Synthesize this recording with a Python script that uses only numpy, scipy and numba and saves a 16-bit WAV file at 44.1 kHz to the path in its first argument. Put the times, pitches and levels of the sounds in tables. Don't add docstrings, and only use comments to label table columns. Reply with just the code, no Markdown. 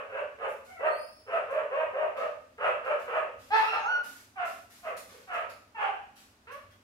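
import sys
import numpy as np
from scipy import signal
from scipy.fft import rfft, irfft, next_fast_len
from scipy.io import wavfile
from scipy.ndimage import uniform_filter1d
from numba import njit

SR = 44100
rng = np.random.default_rng(int(sys.argv[2]) if len(sys.argv) > 2 else 0)


def digitize_waveform(pressure):
    field = np.atleast_2d(pressure).T
    bounded = np.clip(field, -1, 1)
    quanta = np.round(bounded * 32767).astype(np.int16)
    wavfile.write(sys.argv[1], SR, quanta)


N = 301192


def from_db(db):
    return 10 ** (np.asarray(db) / 20)


def rms_one(x):
    return x / np.sqrt(np.mean(x ** 2) + 1e-20)


def at_hz(points, hz):
    table_hz, values = np.transpose(points)
    return np.interp(np.log(hz + 1), np.log(table_hz), values)


def colour(x, db_at):
    size = 2 * next_fast_len(x.shape[-1] // 2 + 2048)
    gain = from_db(db_at(np.fft.rfftfreq(size, 1 / SR)))
    cepstrum = irfft(np.log(gain))
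    cepstrum[1:size // 2] *= 2
    cepstrum[size // 2 + 1:] = 0
    response = np.exp(rfft(cepstrum))
    return irfft(rfft(x, size) * response)[..., :x.shape[-1]]


def drift(size, rate_hz):
    r = np.exp(-2 * np.pi * rate_hz / SR)
    noise = rng.standard_normal(size + SR // 10)
    return rms_one(signal.lfilter([1], [1, -2 * r, r * r], noise)[-size:])


def add(out, sound, start_s):
    at = round(start_s * SR)
    part = sound[:, max(-at, 0):N - at]
    out[:, max(at, 0):max(at, 0) + part.shape[1]] += part


def panned(x, right_db):
    return x * from_db([[-right_db / 2], [right_db / 2]])


PORT_GAP_M, PORT_MATCH = 0.15, 0.98
SOUND_SPEED_M_PER_S = 343


def diffuse(size):
    hz = np.fft.rfftfreq(size, 1 / SR)
    alike = PORT_MATCH * np.sinc(2 * hz * PORT_GAP_M / SOUND_SPEED_M_PER_S)
    mid, side = rfft(rng.standard_normal((2, size)))
    return irfft(np.sqrt(1 + alike) * mid + np.sqrt(1 - alike) * side * [[1], [-1]], size)


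# (frequency [Hz], time to fall by 60 dB [s])
ROOM_RING = [(250, 0.57), (700, 0.49), (1500, 0.48), (5000, 0.58), (12000, 0.46)]
RIGHT_LAG = 8


def in_room(dry, level_db, direct_db, build_s=0.0025):
    t, hz = np.arange(SR) / SR, np.fft.rfftfreq(SR, 1 / SR)
    field, tail = rfft(diffuse(SR)), 0
    centres, t60s = np.transpose(ROOM_RING)
    for share, t60 in zip(np.eye(len(centres)), t60s):
        band_gain = np.interp(np.log(hz + 1), np.log(centres), share)
        band = irfft(field * band_gain, SR)
        tail = tail + band * np.exp(-np.log(1000) * t / t60)
    response = rms_one(tail * (1 - np.exp(-t / build_s))) / np.sqrt(SR)
    response[[0, 1], [0, RIGHT_LAG]] += from_db(direct_db)
    wet = signal.fftconvolve(dry[None], response, axes=1)
    power = uniform_filter1d(np.mean(wet, axis=0) ** 2, SR // 25)
    return wet * from_db(level_db) / np.sqrt(power.max())


@njit
def moving_resonance(x, angle, radius):
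    y = np.zeros(len(x))
    for i in range(2, len(x)):
        drive = (1 - radius ** 2) / 2 * (x[i] - x[i - 2])
        y[i] = drive + 2 * radius * np.cos(angle[i]) * y[i - 1] - radius ** 2 * y[i - 2]
    return y


def folds(pitch, tones_db, jitter, jitter_hz):
    unsteady = pitch * (1 + jitter * drift(len(pitch), jitter_hz))
    phase = 2 * np.pi * np.cumsum(unsteady) / SR
    voice = 0
    for k, db in enumerate(tones_db, 1):
        audible = k * pitch < SR / 2
        voice = voice + from_db(db) * np.cos(k * phase) * audible
    return voice, phase


# (frequency [Hz], gain [dB])
THROAT_AND_HEAD = [(150, -28.5), (300, -31), (410, -5.5), (600, -6), (850, -6), (1300, -1.5), (1700, -3.5),
                   (2200, -9), (2700, -6), (3200, -21.5), (3800, -35), (5500, -46), (9000, -39),
                   (15000, -59)]


def bark(length, top_hz, rasp_db, bright_db, throat_hz,
         rise_share, start_ratio, end_ratio, onset_db, shrill_db, clear_db,
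         jitter=0.04963, flutter=0.69, breath=1.34, mouth_db=10, mouth_width_hz=150,
         throat_db=6, end_db=-19, closing_db=-9, easing_db=-6, jaw_drop=0.25):
    t = np.arange(int(length * SR)) / SR
    rise = length * rise_share
    before = np.clip(1 - t / rise, 0, 1) ** 1.6
    after = np.clip((t - rise) / (length - rise), 0, 1) ** 1.454
    pitch = top_hz * (1 + (start_ratio - 1) * before + (end_ratio - 1) * after)
    rasp = from_db(rasp_db + clear_db * before + easing_db * after)

    tones_db = -3 * np.log2(np.arange(1, 17))
    voice, phase = folds(pitch, tones_db, jitter * rasp, jitter_hz=145.6)
    voice = voice * (1 + flutter * (np.cos(phase / 2) + rasp * drift(len(t), 220)))
    turbulence = rng.standard_normal(len(t)) * (1 + 0.91 * np.cos(phase))
    source = rms_one(voice) + breath * rasp * turbulence

    mouth_hz = pitch * (1 - jaw_drop * after)
    mouth = moving_resonance(source, 2 * np.pi * mouth_hz / SR, np.exp(-np.pi * mouth_width_hz / SR))
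    mouth_gain = from_db(mouth_db * (1 - 0.62 * before))
    source = mouth_gain * mouth + source * from_db(closing_db * after)
    push = from_db(onset_db * before + end_db * after) * signal.windows.tukey(len(t), .06)

    def tract_db(hz):
        throat = throat_db * np.exp(-(np.log2((hz + 1) / throat_hz) / 0.13) ** 2)
        shrill = at_hz([(2900, 0.0049), (4000, shrill_db), (5400, 0.93 * shrill_db), (7500, 0.0098)], hz)
        bright = at_hz([(750, 0.0073), (1300, bright_db)], hz)
        return at_hz(THROAT_AND_HEAD, hz) + throat + shrill + bright

    return colour(source * push, tract_db)


RECOVERY_S, RESTED_ONSET_DB = 0.0988, -20
START_DROP, RESTED_START_DROP, END_DROP, RESTED_END_DROP = .2, .15, 0.038, 0.203
WOOF_SHAPE = dict(
    rise_share=.53, shrill_db=1.5, mouth_db=11, mouth_width_hz=137, end_db=-18.5,
    easing_db=-6.5, jaw_drop=0.19, clear_db=-2, flutter=.7, jitter=0.04956)
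# (start [s], length [s], level [dB],
# top pitch [Hz], rasp [dB], brightness [dB], throat resonance [Hz])
WOOF_RUNS = [(-.13, 0.16, -34, 608.3, 3, 3.5, 1300), (.095, 0.17, -33.5, 600.2, 2.5, 1, 1530),
             (.38, .14, -33.5, 588.5, 6.5, 0, 1250), (.79, .14, -26.5, 640, -1.5, 0, 1240),
             (1.261, 0.18, -27, 655, 4, 1, 1240), (1.482, .19, -27, 617, 0.5, 0, 1070),
             (1.708, 0.19, -28, 631, -4.5, 0, 1060), (1.928, 0.2, -28, 631.2, -2.5, -3, 1090),
             (2.155, .135, -31.5, 607.2, 2, -1, 1290), (2.577, .168, -26.5, 631, 2.5, 3.5, 1280),
             (2.83, .16, -27, 600, 0.5, 2, 1330), (3.068, 0.19, -27.5, 613, 1.5, 2.5, 1270)]


def woofs():
    out, last_end = np.zeros((2, N)), -np.inf
    for start, length, db, *voicing in WOOF_RUNS:
        rested = 1 - np.exp(-max(start - last_end, 0) / RECOVERY_S)
        dry = bark(length, *voicing, **WOOF_SHAPE,
                   onset_db=RESTED_ONSET_DB * rested,
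                   start_ratio=1 - START_DROP - RESTED_START_DROP * rested,
                   end_ratio=1 - END_DROP - RESTED_END_DROP * rested)
        add(out, in_room(dry, db, direct_db=-4.5), start)
        last_end = start + length
    return panned(out, right_db=0.9)


YELP_SHAPE = dict(
    rise_share=0.394, start_ratio=.88, end_ratio=.99, flutter=0.56, end_db=-14,
    clear_db=-1.5, jaw_drop=0.44, jitter=0.041, breath=1.0)
YELP_ONSET_DB, SURGE_ONSET_DB = -18, 3
YELP_SHRILL_DB, SHRILL_FADE_DB_PER_S = 23, 40
# (start [s], length [s], level [dB],
# top pitch [Hz], rasp [dB], brightness [dB], throat resonance [Hz])
YELP_SURGES = [(3.503, 0.1104, -23.5, 878, -12.5, -1.5, 1890), (3.535, 0.17, -31, 882.6, 5.5, 5.5, 2030),
               (3.722, 0.1063, -31, 831.6, 6.5, 2, 1290), (3.835, .1, -37.5, 890, 2, -4, 1240),
               (3.9, 0.131, -46, 620.5, 6.5, 3, 1170)]


def yelp():
    out, first = np.zeros((2, N)), YELP_SURGES[0][0]
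    for start, length, db, *voicing in YELP_SURGES:
        dry = bark(length, *voicing, **YELP_SHAPE,
                   onset_db=YELP_ONSET_DB if start == first else SURGE_ONSET_DB,
                   shrill_db=YELP_SHRILL_DB - SHRILL_FADE_DB_PER_S * (start - first))
        add(out, in_room(dry, db, direct_db=-4), start)
    return panned(out, right_db=0.4)


YAP_SHAPE = dict(
    rise_share=.42, start_ratio=1.13, onset_db=-12, shrill_db=6, end_db=-10.5, clear_db=-13,
    flutter=0.57, jaw_drop=0.13, throat_db=5.5, mouth_width_hz=130, easing_db=-5)
# (start [s], length [s], level [dB],
# top pitch [Hz], rasp [dB], brightness [dB], throat resonance [Hz], end pitch [Hz])
SINGLE_YAPS = [(4.356, .13, -31.8, 713.5, -2, 6, 1256, 642), (4.827, 0.11, -35, 650.8, 3.5, 2.5, 1233, 426),
               (5.272, .175, -33.5, 688.6, 2.5, 6, 1273, 559.5), (5.744, .185, -30, 820.8, 1, 4, 3020, 747)]


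def yaps():
    out = np.zeros((2, N))
    for start, length, db, top_hz, *voicing, end_hz in SINGLE_YAPS:
        dry = bark(length, top_hz, *voicing, end_ratio=end_hz / top_hz, **YAP_SHAPE)
        add(out, in_room(dry, db, direct_db=-7.5), start)
    return panned(out, right_db=1.6)


WHIMPER_SHAPE = dict(
    rise_share=0.45, start_ratio=.75, end_ratio=1.2, onset_db=2.5, shrill_db=16.5,
    flutter=0.27, end_db=-9, clear_db=-1)
# (start [s], length [s], level [dB],
# top pitch [Hz], rasp [dB], brightness [dB], throat resonance [Hz])
SOFT_WHIMPERS = [(5.11, 0.0916, -56.5, 493, 1, -4, 1090), (6.468, .13, -44, 561.4, -17, 11.5, 1090)]


def whimpers():
    out = np.zeros((2, N))
    for start, length, db, *voicing in SOFT_WHIMPERS:
        dry = bark(length, *voicing, **WHIMPER_SHAPE)
        add(out, in_room(dry, db, direct_db=-6), start)
    return panned(out, right_db=1.6)


def cry(rows, tones_db, jitter, direct_db):
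    s, hz, db = np.transpose(rows)
    t = np.arange(s[0], s[-1], 1 / SR)
    voice, _ = folds(np.interp(t, s, hz), tones_db, jitter, jitter_hz=65)
    dry = voice * from_db(np.interp(t, s, db)) * signal.windows.tukey(len(t), .1)
    out = np.zeros((2, N))
    add(out, in_room(dry, db.max(), direct_db), s[0])
    return out


# (time [s], pitch [Hz], level [dB])
YIP_PATH = [(3.63, 1216, -35.5), (3.67, 1329, -40), (3.70, 1404, -35.5), (3.73, 1358, -40),
            (3.77, 1258, -46)]
SQUEAL_PATH = [(3.82, 1231, -54), (3.855, 1280, -35), (3.892, 1454, -30.5), (3.93, 1474, -27.5),
               (3.972, 1455, -28), (3.99, 1449, -37.5), (4.03, 1428, -38.5)]
WHINE_PATH = [(.65, 713, -64), (.69, 734.5, -51), (.74, 745, -56), (.77, 682, -45.5), (.81, 647, -47.5)]
PEEP_PATH = [(3.78, 6610, -71), (3.81, 6450, -62), (3.85, 6380, -67), (3.88, 6350, -72)]
# (time [s], pitch [Hz], level [dB])
LOW_STRAND = [(.85, 4150, -69), (.9, 4320, -63), (.95, 4454, -59), (.99, 4564, -58), (1.1, 4550, -66),
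              (1.17, 4535, -77)]
HIGH_STRAND = [(.96, 4740, -65), (1.005, 5010, -61), (1.054, 5030, -61), (1.089, 5290, -67),
               (1.13, 5280, -63), (1.22, 5320, -67), (1.26, 5260, -85)]
YIP_HARMONICS = [-5, -8, -27, -28]
SQUEAL_HARMONICS = [0, -19.5, -33.5, -34.5]
WHINE_HARMONICS = [2, -1.5, -1, -17]
WHISTLE_HARMONICS = [0, -6.5, -13]


def cries():
    yip = cry(YIP_PATH, YIP_HARMONICS, jitter=0.0157, direct_db=-4.5)
    squeal = cry(SQUEAL_PATH, SQUEAL_HARMONICS, jitter=0.0107, direct_db=6)
    low = cry(LOW_STRAND, WHISTLE_HARMONICS, jitter=.009, direct_db=-4.5)
    high = cry(HIGH_STRAND, WHISTLE_HARMONICS, jitter=.009, direct_db=-4.5)
    whine = cry(WHINE_PATH, WHINE_HARMONICS, jitter=0.019, direct_db=-17.5)
    peep = cry(PEEP_PATH, [0], jitter=.008, direct_db=-6)
    return panned(yip + squeal, right_db=2.5) + low + high + whine + peep


SNAP_DB, SNAP_S = 2.5, .002
# (start [s], level [dB], scratch decay [s], body below 3 kHz [dB])
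CRATE_TICKS = [(0.479, -65.5, 0.036, -13), (0.644, -64, 0.07, -2), (1.503, -67, .02, -6),
               (2.165, -56.5, 0.055, 9), (2.844, -68, 0.024, -2), (2.99, -62, .04, -2.5),
               (3.386, -61, 0.26, -1), (3.556, -55, 0.12, -.5), (4.032, -53.5, 0.14, -4.5),
               (4.448, -56, 0.08, -6), (4.698, -59, 0.15, -4), (4.966, -51, .009, -8),
               (5.083, -58, 0.12, 1.5), (5.331, -63, .019, -5), (5.494, -58, .004, -2.5),
               (6.157, -60, 0.054, -1), (6.514, -59, 0.0096, 1), (6.705, -66, 0.011, 7)]
# (frequency [Hz], gain [dB])
WIRE_COLOUR = [(100, -12), (250, 13.5), (400, -2.5), (1500, 11.5), (3000, 6.5), (6000, 4), (9000, 0),
               (12000, 2), (15500, -8.5)]


def ticks():
    out, t = np.zeros((2, N)), np.arange(SR // 5) / SR
    for start, db, decay, body_db in CRATE_TICKS:
        contact = np.exp(-t / decay) + from_db(SNAP_DB) * np.exp(-t / SNAP_S)
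        grains = rng.standard_normal(len(t)) ** 3 * contact

        def wire_db(hz):
            return at_hz(WIRE_COLOUR, hz) + at_hz([(3000, body_db), (9000, 0.013)], hz)

        add(out, in_room(colour(grains, wire_db), db, direct_db=-18.5), start)
    return out


HUM_HZ, HUM_SHARE_DB = 97, -5.5
RUMBLE_DB, SWELL_S = -71, 0.11
# (time of the top [s], level [dB])
RUMBLE_SWELLS = [(2.72, -69), (3.42, -61), (4.13, -74), (6.7, -68)]
# (frequency [Hz], relative level per Hz [dB])
RUMBLE_SPECTRUM = [(25, -20), (45, -14), (60, -3), (75, -1), (85, -4), (105, 1), (135, -15), (250, -24.5),
                   (600, -48)]


def rumble():
    noise = rms_one(colour(diffuse(N), lambda hz: at_hz(RUMBLE_SPECTRUM, hz)))
    hum_hz = HUM_HZ * (1 + .025 * drift(N, 7.8))
    hum = np.sin(2 * np.pi * np.cumsum(hum_hz) / SR) * (1 + 0.63 * drift(N, 4.3))
    t = np.arange(N) / SR
    swells = sum(from_db(db) * np.exp(-((t - s) / SWELL_S) ** 2) for s, db in RUMBLE_SWELLS)
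    level = np.hypot(from_db(RUMBLE_DB), swells)
    return level * rms_one(noise + from_db(HUM_SHARE_DB) * rms_one(hum))


AIR_DB = -65
# (frequency [Hz], relative level per Hz [dB])
AIR_SPECTRUM = [(25, -17.5), (135, -14), (250, -1), (350, -9.5), (600, -9.5), (1500, -12), (3000, -19),
                (6000, -22.5), (15000, -32)]


def room_air():
    return from_db(AIR_DB) * rms_one(colour(diffuse(N), lambda hz: at_hz(AIR_SPECTRUM, hz)))


def scene():
    dogs = woofs() + yelp() + yaps() + whimpers() + cries()
    return dogs + ticks() + rumble() + room_air()


CUTOFF_HZ = 15700


def record(dry):
    low_pass = signal.ellip(10, .1, 80, CUTOFF_HZ, fs=SR, output="sos")
    return signal.sosfilt(low_pass, dry)


dry = scene()
out = record(dry)
digitize_waveform(out)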